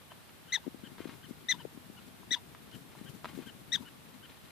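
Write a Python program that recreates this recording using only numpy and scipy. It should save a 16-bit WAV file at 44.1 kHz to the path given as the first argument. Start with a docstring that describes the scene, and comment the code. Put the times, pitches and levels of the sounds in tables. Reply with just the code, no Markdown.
"""Four short arched yips of a near prairie dog that turn rough partway, each trailed by a soft squeak or two.
A second animal barks in a series from far off; dry grass rustles and ticks close by, breeze bumps the left port.
Barks are harmonics and breath noise in throat resonances, squeaks are falling sine tones, grass is noise
grains and damped clicks, and the breeze is filtered noise and low clicks over a steady stereo hiss."""
import sys
import numpy as np
from scipy import signal
from scipy.fft import rfft, irfft, next_fast_len
from scipy.io import wavfile
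from scipy.ndimage import uniform_filter1d

SR = 44100
rng = np.random.default_rng(int(sys.argv[2]) if len(sys.argv) > 2 else 0)


def master_out(mix):
    """Clip the mix to full scale and print it as 16-bit PCM to the path in sys.argv[1]."""
    frames = np.transpose(np.atleast_2d(mix))
    ceiling = np.clip(frames, -1, 1)
    pcm = np.round(ceiling * 32767).astype(np.int16)
    wavfile.write(sys.argv[1], SR, pcm)


N = 198869
TIME = np.arange(N) / SR
# throat resonances of the near animal: [f/Hz, width/Hz, level/dB]
THROAT = [(1835, 730, -1), (3595, 467, 7), (3750, 230, -3), (6015, 570, -2), (7740, 320, -15.5),
          (9880, 440, -20)]


def from_db(db):
    """Decibels to gain."""
    return 10 ** (np.asarray(db) / 20)


def rms_one(x):
    """Scale to rms 1."""
    return x / np.sqrt(np.mean(x ** 2) + 1e-20)


def curve(rows, at):
    """Each column of a table, joined by straight lines."""
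    key, *columns = np.transpose(rows)
    return [np.interp(at, key, c) for c in columns]


def per_bin(points):
    """A table over log frequency, read at every FFT bin."""
    hz, value = np.transpose(points)
    bin_hz = np.fft.rfftfreq(next_fast_len(N), 1 / SR)
    return np.interp(np.log(bin_hz + 1), np.log(hz), value)


def weigh(x, gain):
    """Filter by a gain for every FFT bin."""
    size = next_fast_len(N)
    return irfft(rfft(x, size) * gain, size)[..., :N]


def colour(x, points):
    """Filter by a table of [f/Hz, gain/dB]."""
    return weigh(x, from_db(per_bin(points)))


def drift(rate, size):
    """Random wander of spread about 1: `rate` new values a second, joined by straight lines."""
    steps = np.arange(size) / SR * rate
    return np.interp(steps, np.arange(size), rng.standard_normal(size)) * np.sqrt(3 / 2)


def resonate(x, hz, width_hz):
    """A resonance applied twice: gain about 1 on top, steep skirts."""
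    r = np.exp(-np.pi * width_hz / SR)
    edge = (1 - r * r) / 2
    section = [edge, 0, -edge, 1, -2 * r * np.cos(2 * np.pi * hz / SR), r * r]
    return signal.sosfilt([section, section], x + 1e-18)


def add(track, s, sound):
    """Mix a sound into a track at time s."""
    i = max(round(s * SR), 0)
    track[i:i + len(sound)] += sound[:max(N - i, 0)]


def blip(hz, relative_width, size=1500):
    """One impulse in a heavily damped resonance; peak 1."""
    wave = resonate(signal.unit_impulse(size), hz, hz * relative_width)
    return wave / np.abs(wave).max()


def envelope(t, length, attack_s, release_db_per_s):
    """Straight attack, hold until `length`, exponential release."""
    return np.clip(t / attack_s, 0, 1) * from_db(-release_db_per_s * np.maximum(t - length, 0))


def ground(x, wet_db, t60):
    """Tufts and mounds scatter a brief, faint tail, different at each port."""
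    t = np.arange(SR // 4) / SR
    scatter = rng.standard_normal((2, len(t))) * from_db(-60 * t / t60) * (t > .003)
    scatter /= np.sqrt(np.sum(scatter ** 2, axis=1, keepdims=True))
    return x + from_db(wet_db) * signal.fftconvolve(x[None], scatter, axes=1)[:, :N]


def air():
    """Steady outdoor hush and microphone hiss: shaped noise, unrelated at the two ports."""
    # colour of still air and microphone hiss: [f/Hz, relative density/dB per Hz]
    hush_colour = [(20, -40), (45, -15), (90, -2), (150, -1), (270, -7.5), (600, -9.5), (1200, -10.5),
                   (2200, -14.5), (3600, -15), (5000, -20.5), (6500, -23.5), (9500, -20), (14500, -21)]
    # how much louder the air is on the left: [f/Hz, difference/dB]
    balance = [(30, -8), (70, -13.5), (150, 0), (700, -1.5), (2500, 2.5), (5000, 0), (9000, -2)]
    level_db = -55.5
    spectrum_db = per_bin(hush_colour) + np.array([[1], [-1]]) * per_bin(balance) / 2
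    return from_db(level_db) * rms_one(weigh(rng.standard_normal((2, N)), from_db(spectrum_db)))


def breeze(rumble_db, eddy_db, bump_db, lumpy_db):
    """Air at the left port: a lumpy rumble and small eddies that follow the breeze, and single strong bumps."""
    # strength of the breeze, ahead of the rumble and eddy gains: [t/s, level/dB]
    strength = [(0.0, -63.5), (0.11, -68), (0.35, -67), (0.9, -56), (1.79, -58), (2.54, -60), (3.39, -53.5),
                (4.27, -61.5), (4.51, -59)]
    # colour of the rumble: [f/Hz, relative density/dB per Hz]
    rumble_colour = [(30, -19), (70, -15), (140, 3.5), (260, 0.5), (400, -7.5), (700, -26), (2000, -29)]
    # strong bumps, ahead of the bump gain and low-pass: [t/s, peak/dB, centre f/Hz]
    strong_bumps = [(0.666, -33, 276), (0.677, -29.5, 255), (0.744, -40, 251), (0.835, -40, 214),
                    (1.003, -34, 292), (1.054, -33, 295), (1.07, -43, 217), (1.09, -41, 230),
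                    (1.308, -36, 225), (1.651, -31.5, 394), (1.774, -40, 242), (1.898, -41, 215),
                    (2.311, -39.5, 254), (3.012, -39, 202), (3.376, -36.5, 231), (3.388, -34.5, 284),
                    (3.399, -38, 241), (3.806, -41.5, 200)]
    eddies_per_s, eddy_hz, eddy_spread_db = 20, 238, 3
    bump_width = 0.63   # bandwidth as a share of the centre

    level_db, = curve(strength, TIME)
    lumpy_noise = rng.standard_normal(N) * from_db(lumpy_db * drift(40, N))
    rumble = from_db(level_db + rumble_db) * rms_one(colour(lumpy_noise, rumble_colour))

    kick_gain = from_db(eddy_spread_db * rng.uniform(-1, 1, N))
    kicks = (rng.random(N) < eddies_per_s / SR) * kick_gain
    eddies = rms_one(resonate(kicks, eddy_hz, eddy_hz * bump_width))
    bumps = from_db(level_db + eddy_db) * eddies
    for s, peak_db, hz in strong_bumps:
        add(bumps, s, from_db(peak_db + bump_db) * blip(hz, bump_width))
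    bumps = signal.sosfilt(signal.butter(4, 780, fs=SR, output="sos"), bumps)
    # rows are left and right: very little reaches the right port
    return rumble * from_db([[0], [-24]]) + bumps * from_db([[0], [-32]])


def grass(rustle_db, tick_db, grains_per_s):
    """Dry stalks: short rustles of tiny random grains, and clear snaps as damped clicks."""
    # rustles, ahead of the rustle gain: [t/s, length/s, level/dB]
    rustles = [(.105, 0.017, -64), (0.974, .13, -54), (2.9, 0.12, -63.5), (3.239, 0.054, -52),
               (3.33, 0.11, -58), (4.29, 0.031, -56.5), (4.43, .08, -65.5)]
    # colour of the rustle: [f/Hz, gain/dB]
    rustle_colour = [(300, -1.5), (900, 0), (2200, -2), (3800, -5), (5200, -15.5), (14000, -24.5)]
    # stalks snapping, ahead of the tick gain and colour: [t/s, peak/dB, centre f/Hz]
    ticks = [(0.119, -40, 904), (0.294, -40.5, 1860), (0.983, -37.5, 1270), (0.994, -39, 1410),
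             (1.08, -39, 1760), (1.095, -34, 1420), (1.14, -42, 1360), (2.232, -46, 920),
             (2.549, -36.5, 1250), (2.715, -41, 2900), (2.952, -44, 850), (3.245, -26.5, 1090),
             (3.256, -25.5, 1220), (4.31, -45.5, 2430)]
    # colour of the snaps: [f/Hz, gain/dB]
    tick_colour = [(300, 11), (600, 1), (1100, -4), (1700, -10.5), (2600, -8.5), (4500, -4.5), (7000, -7),
                   (14000, -14)]
    attack_s, release_db_per_s = 0.0064, 313
    tick_width = 1   # bandwidth as a share of the centre

    stir = from_db(-63.5)   # the grass stirs faintly all the time
    for s, length, level_db in rustles:
        stir = stir + from_db(level_db) * envelope(TIME - s, length, attack_s, release_db_per_s)
    clumping = from_db(2.7 * drift(160, N))
    grains = (rng.random(N) < grains_per_s / SR) * rng.standard_normal(N) * clumping
    rustle = stir * from_db(rustle_db) * rms_one(colour(grains, rustle_colour))

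    snaps = np.zeros(N)
    for s, peak_db, hz in ticks:
        add(snaps, s, from_db(peak_db + tick_db) * blip(hz, tick_width))
    snaps = ground(colour(snaps, tick_colour), wet_db=-4, t60=0.012)
    rustle = ground(rustle, wet_db=-2.0, t60=0.016)
    return rustle * from_db([[1], [-3]]) + snaps * from_db([[0], [-1.5]])


def throat(x, resonances, leak_db):
    """Parallel resonances of throat and mouth, with a little treble passing above them."""
    ringing = sum(from_db(db) * resonate(x, hz, width) for hz, width, db in resonances)
    return ringing + from_db(leak_db) * resonate(x, 10200, 3400)


def bark(row, resonances, pitch_arch, flutter_hz, rasp, breath_db, hiss_db, size=3000):
    """Vocal folds on an arch of pitch; partway they break with a rasp into a flutter that splits every harmonic."""
    s, length, top_hz, level_db, fundamental_db, clean, depth = row
    t = np.arange(size) / SR
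    along = t / length
    # pitch scoops up, then sags ever faster
    scoop, scoop_s, sag, sag_power = pitch_arch
    arch = 1 - scoop * np.exp(-(t / scoop_s) ** 2) - sag * np.minimum(along, 1.1) ** sag_power
    # it opens abruptly, swells to full strength, holds and is cut off
    attack_s, swell_db, swell_s, release_db_per_s = 0.0024, 10, 0.0092, 3600
    push = envelope(t, length, attack_s, release_db_per_s) * from_db(-swell_db * np.exp(-t / swell_s))

    rough = np.clip((along - clean) * 12, 0, 1)
    # turbulence is strongest just after the break, and where the flutter stays shallow
    burst = rough * from_db(-14 * np.maximum(along - clean, 0) - 5.4 * depth)
    flutter = 2 * np.pi * np.cumsum(flutter_hz * (1 + 0.13 * drift(172, size))) / SR
    jitter = .0045   # pitch unsteadiness of the clean voice, as a share
    pitch = top_hz * arch * (1 + (jitter + rasp * burst) * drift(2523, size))
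    phase = 2 * np.pi * np.cumsum(pitch) / SR

    source = from_db(breath_db) * (0.19 + burst) * rng.standard_normal(size)
    # deep flutter presses the voice and thins its fundamental
    pressed_db = -9 * rough * depth
    for k, db in enumerate([fundamental_db + pressed_db, 0, 0, -3, -8, -7, -7], 1):
        sidebands = np.sin(k * phase + flutter) + .55 * np.sin(k * phase - flutter)
        source = source + from_db(db) * (np.sin(k * phase) + rough * depth * sidebands)
    voice = throat(source, resonances, leak_db=-45.5)
    # the push of air sets the loudness, whichever harmonic carries it
    voice = voice / np.sqrt(uniform_filter1d(voice ** 2, size=70) + 1e-4)
    hiss = from_db(hiss_db) * (0.23 + burst) * resonate(rng.standard_normal(size), 13200, 5300)
    return from_db(level_db) * push * (voice + hiss)


def far_dog():
    """A lower-voiced neighbour, dulled by distance: the same kind of bark through fewer throat resonances."""
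    # a steady series: [t/s, length/s, top pitch f/Hz, level/dB, share of the bark that stays clean]
    far_barks = [(0.099, 0.026, 1670, -52.5, 0.38), (0.475, 0.039, 1630, -52.5, .4),
                 (0.837, 0.039, 1692, -50.5, 0.18), (1.227, 0.031, 1690, -51, 0.36),
                 (1.583, 0.039, 1626, -51, 0.32), (1.964, 0.03, 1574, -53, 0.87),
                 (2.718, 0.039, 1626, -51, 0.3), (3.055, .037, 1665, -50.5, .3),
                 (3.46, 0.041, 1677, -48, 0.3), (3.849, 0.041, 1543, -51.5, 0.62),
                 (4.224, 0.037, 1640, -51, 0.41)]
    # throat resonances: [f/Hz, width/Hz, level/dB]
    far_throat = [(1690, 680, 0.5), (3020, 430, 0), (7050, 670, -18)]
    # arch of pitch: [scoop/share of top pitch, scoop time/s, sag at the end/share, power of the sag]
    far_arch = (.14, .0085, .185, 1.9)
    fundamental_db, flutter_depth = -1.5, 0.6
    voice = np.zeros(N)
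    for s, length, top_hz, level_db, clean in far_barks:
        row = (s, length, top_hz, level_db, fundamental_db, clean, flutter_depth)
        yip = bark(row, far_throat, far_arch, flutter_hz=308.6, rasp=0.07, breath_db=3, hiss_db=-45)
        add(voice, s, yip)
    return ground(voice, wet_db=-13, t60=.07) * from_db([[0], [-7]])


def near_dog():
    """The near animal; its sound reaches the right port a hair earlier and shaded unevenly over the spectrum."""
    # [t/s, length/s, top pitch f/Hz, level/dB, fundamental/dB, share that stays clean, flutter depth 0-1]
    barks = [(0.5205, 0.043, 2084, -25, 1, 0.37, 0.06), (1.4842, 0.042, 2053, -23, 1, 0.56, 0.44),
             (2.3066, 0.042, 1994, -24, -1, 0.41, 0.48), (3.7183, .041, 1988, -24, -4, 0.4, 0.25)]
    # arch of pitch: [scoop/share of top pitch, scoop time/s, sag at the end/share, power of the sag]
    near_arch = (.115, .0065, .175, 2.8)
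    # right port relative to the left: [f/Hz, gain/dB]
    shade = [(1000, -4), (1750, -8.5), (2080, -1), (3500, -11.5), (4100, -8.5), (6000, -11.5), (8000, -1.5),
             (14000, 0.5)]
    voice = squeaks(overtone_db=-16.5, waver=.06)
    for row in barks:
        yip = bark(row, THROAT, near_arch, flutter_hz=306.5, rasp=0.043, breath_db=2.0, hiss_db=-20.0)
        add(voice, row[0], yip)
    left, right = ground(voice, wet_db=-19, t60=0.11)
    return np.array([np.roll(left, 1), colour(right, shade)])


def squeaks(overtone_db, waver, size=2000):
    """Weak, unsteady falling notes about an octave below the bark; their overtones ring in the same throat."""
    # soft squeaks after the barks: [t/s, length/s, level/dB]
    squeak_rows = [(0.571, 0.015, -43), (0.639, 0.018, -52.5), (1.535, 0.0257, -44.5), (1.6, 0.02, -48),
                   (2.356, 0.0305, -42), (3.774, 0.014, -48), (3.818, 0.023, -52)]
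    start_hz, end_hz = 1001, 846
    out, overtones, t = np.zeros(N), np.zeros(N), np.arange(size) / SR
    for s, length, level_db in squeak_rows:
        along = np.clip(t / length, 0, 1)
        pitch = start_hz + (end_hz - start_hz) * along
        phase = 2 * np.pi * np.cumsum(pitch * (1 + waver * drift(870, size))) / SR
        swell = from_db(level_db) * np.sin(np.pi * along ** 0.65)
        odd = np.sin(phase) + 0.26 * np.sin(3 * phase) + 0.23 * np.sin(5 * phase)
        even_and_breath = 1.1 * np.sin(2 * phase) + np.sin(4 * phase) + 2.3 * rng.standard_normal(size)
        add(out, s, swell * odd)
        add(overtones, s, swell * even_and_breath)
    return out + from_db(overtone_db) * throat(overtones, THROAT, leak_db=-32)


def scene():
    """The hush, the breeze, the grass and both animals."""
    wind = breeze(rumble_db=5.5, eddy_db=-3, bump_db=6.0, lumpy_db=3.5)
    stalks = grass(rustle_db=-5.0, tick_db=6.0, grains_per_s=3200)
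    return air() + wind + stalks + far_dog() + near_dog()


def record(dry):
    """The top is cut steeply above 14.7 kHz."""
    return signal.sosfilt(signal.ellip(12, .1, 70, 14700, fs=SR, output="sos"), dry)


dry = scene()
out = record(dry)
master_out(out)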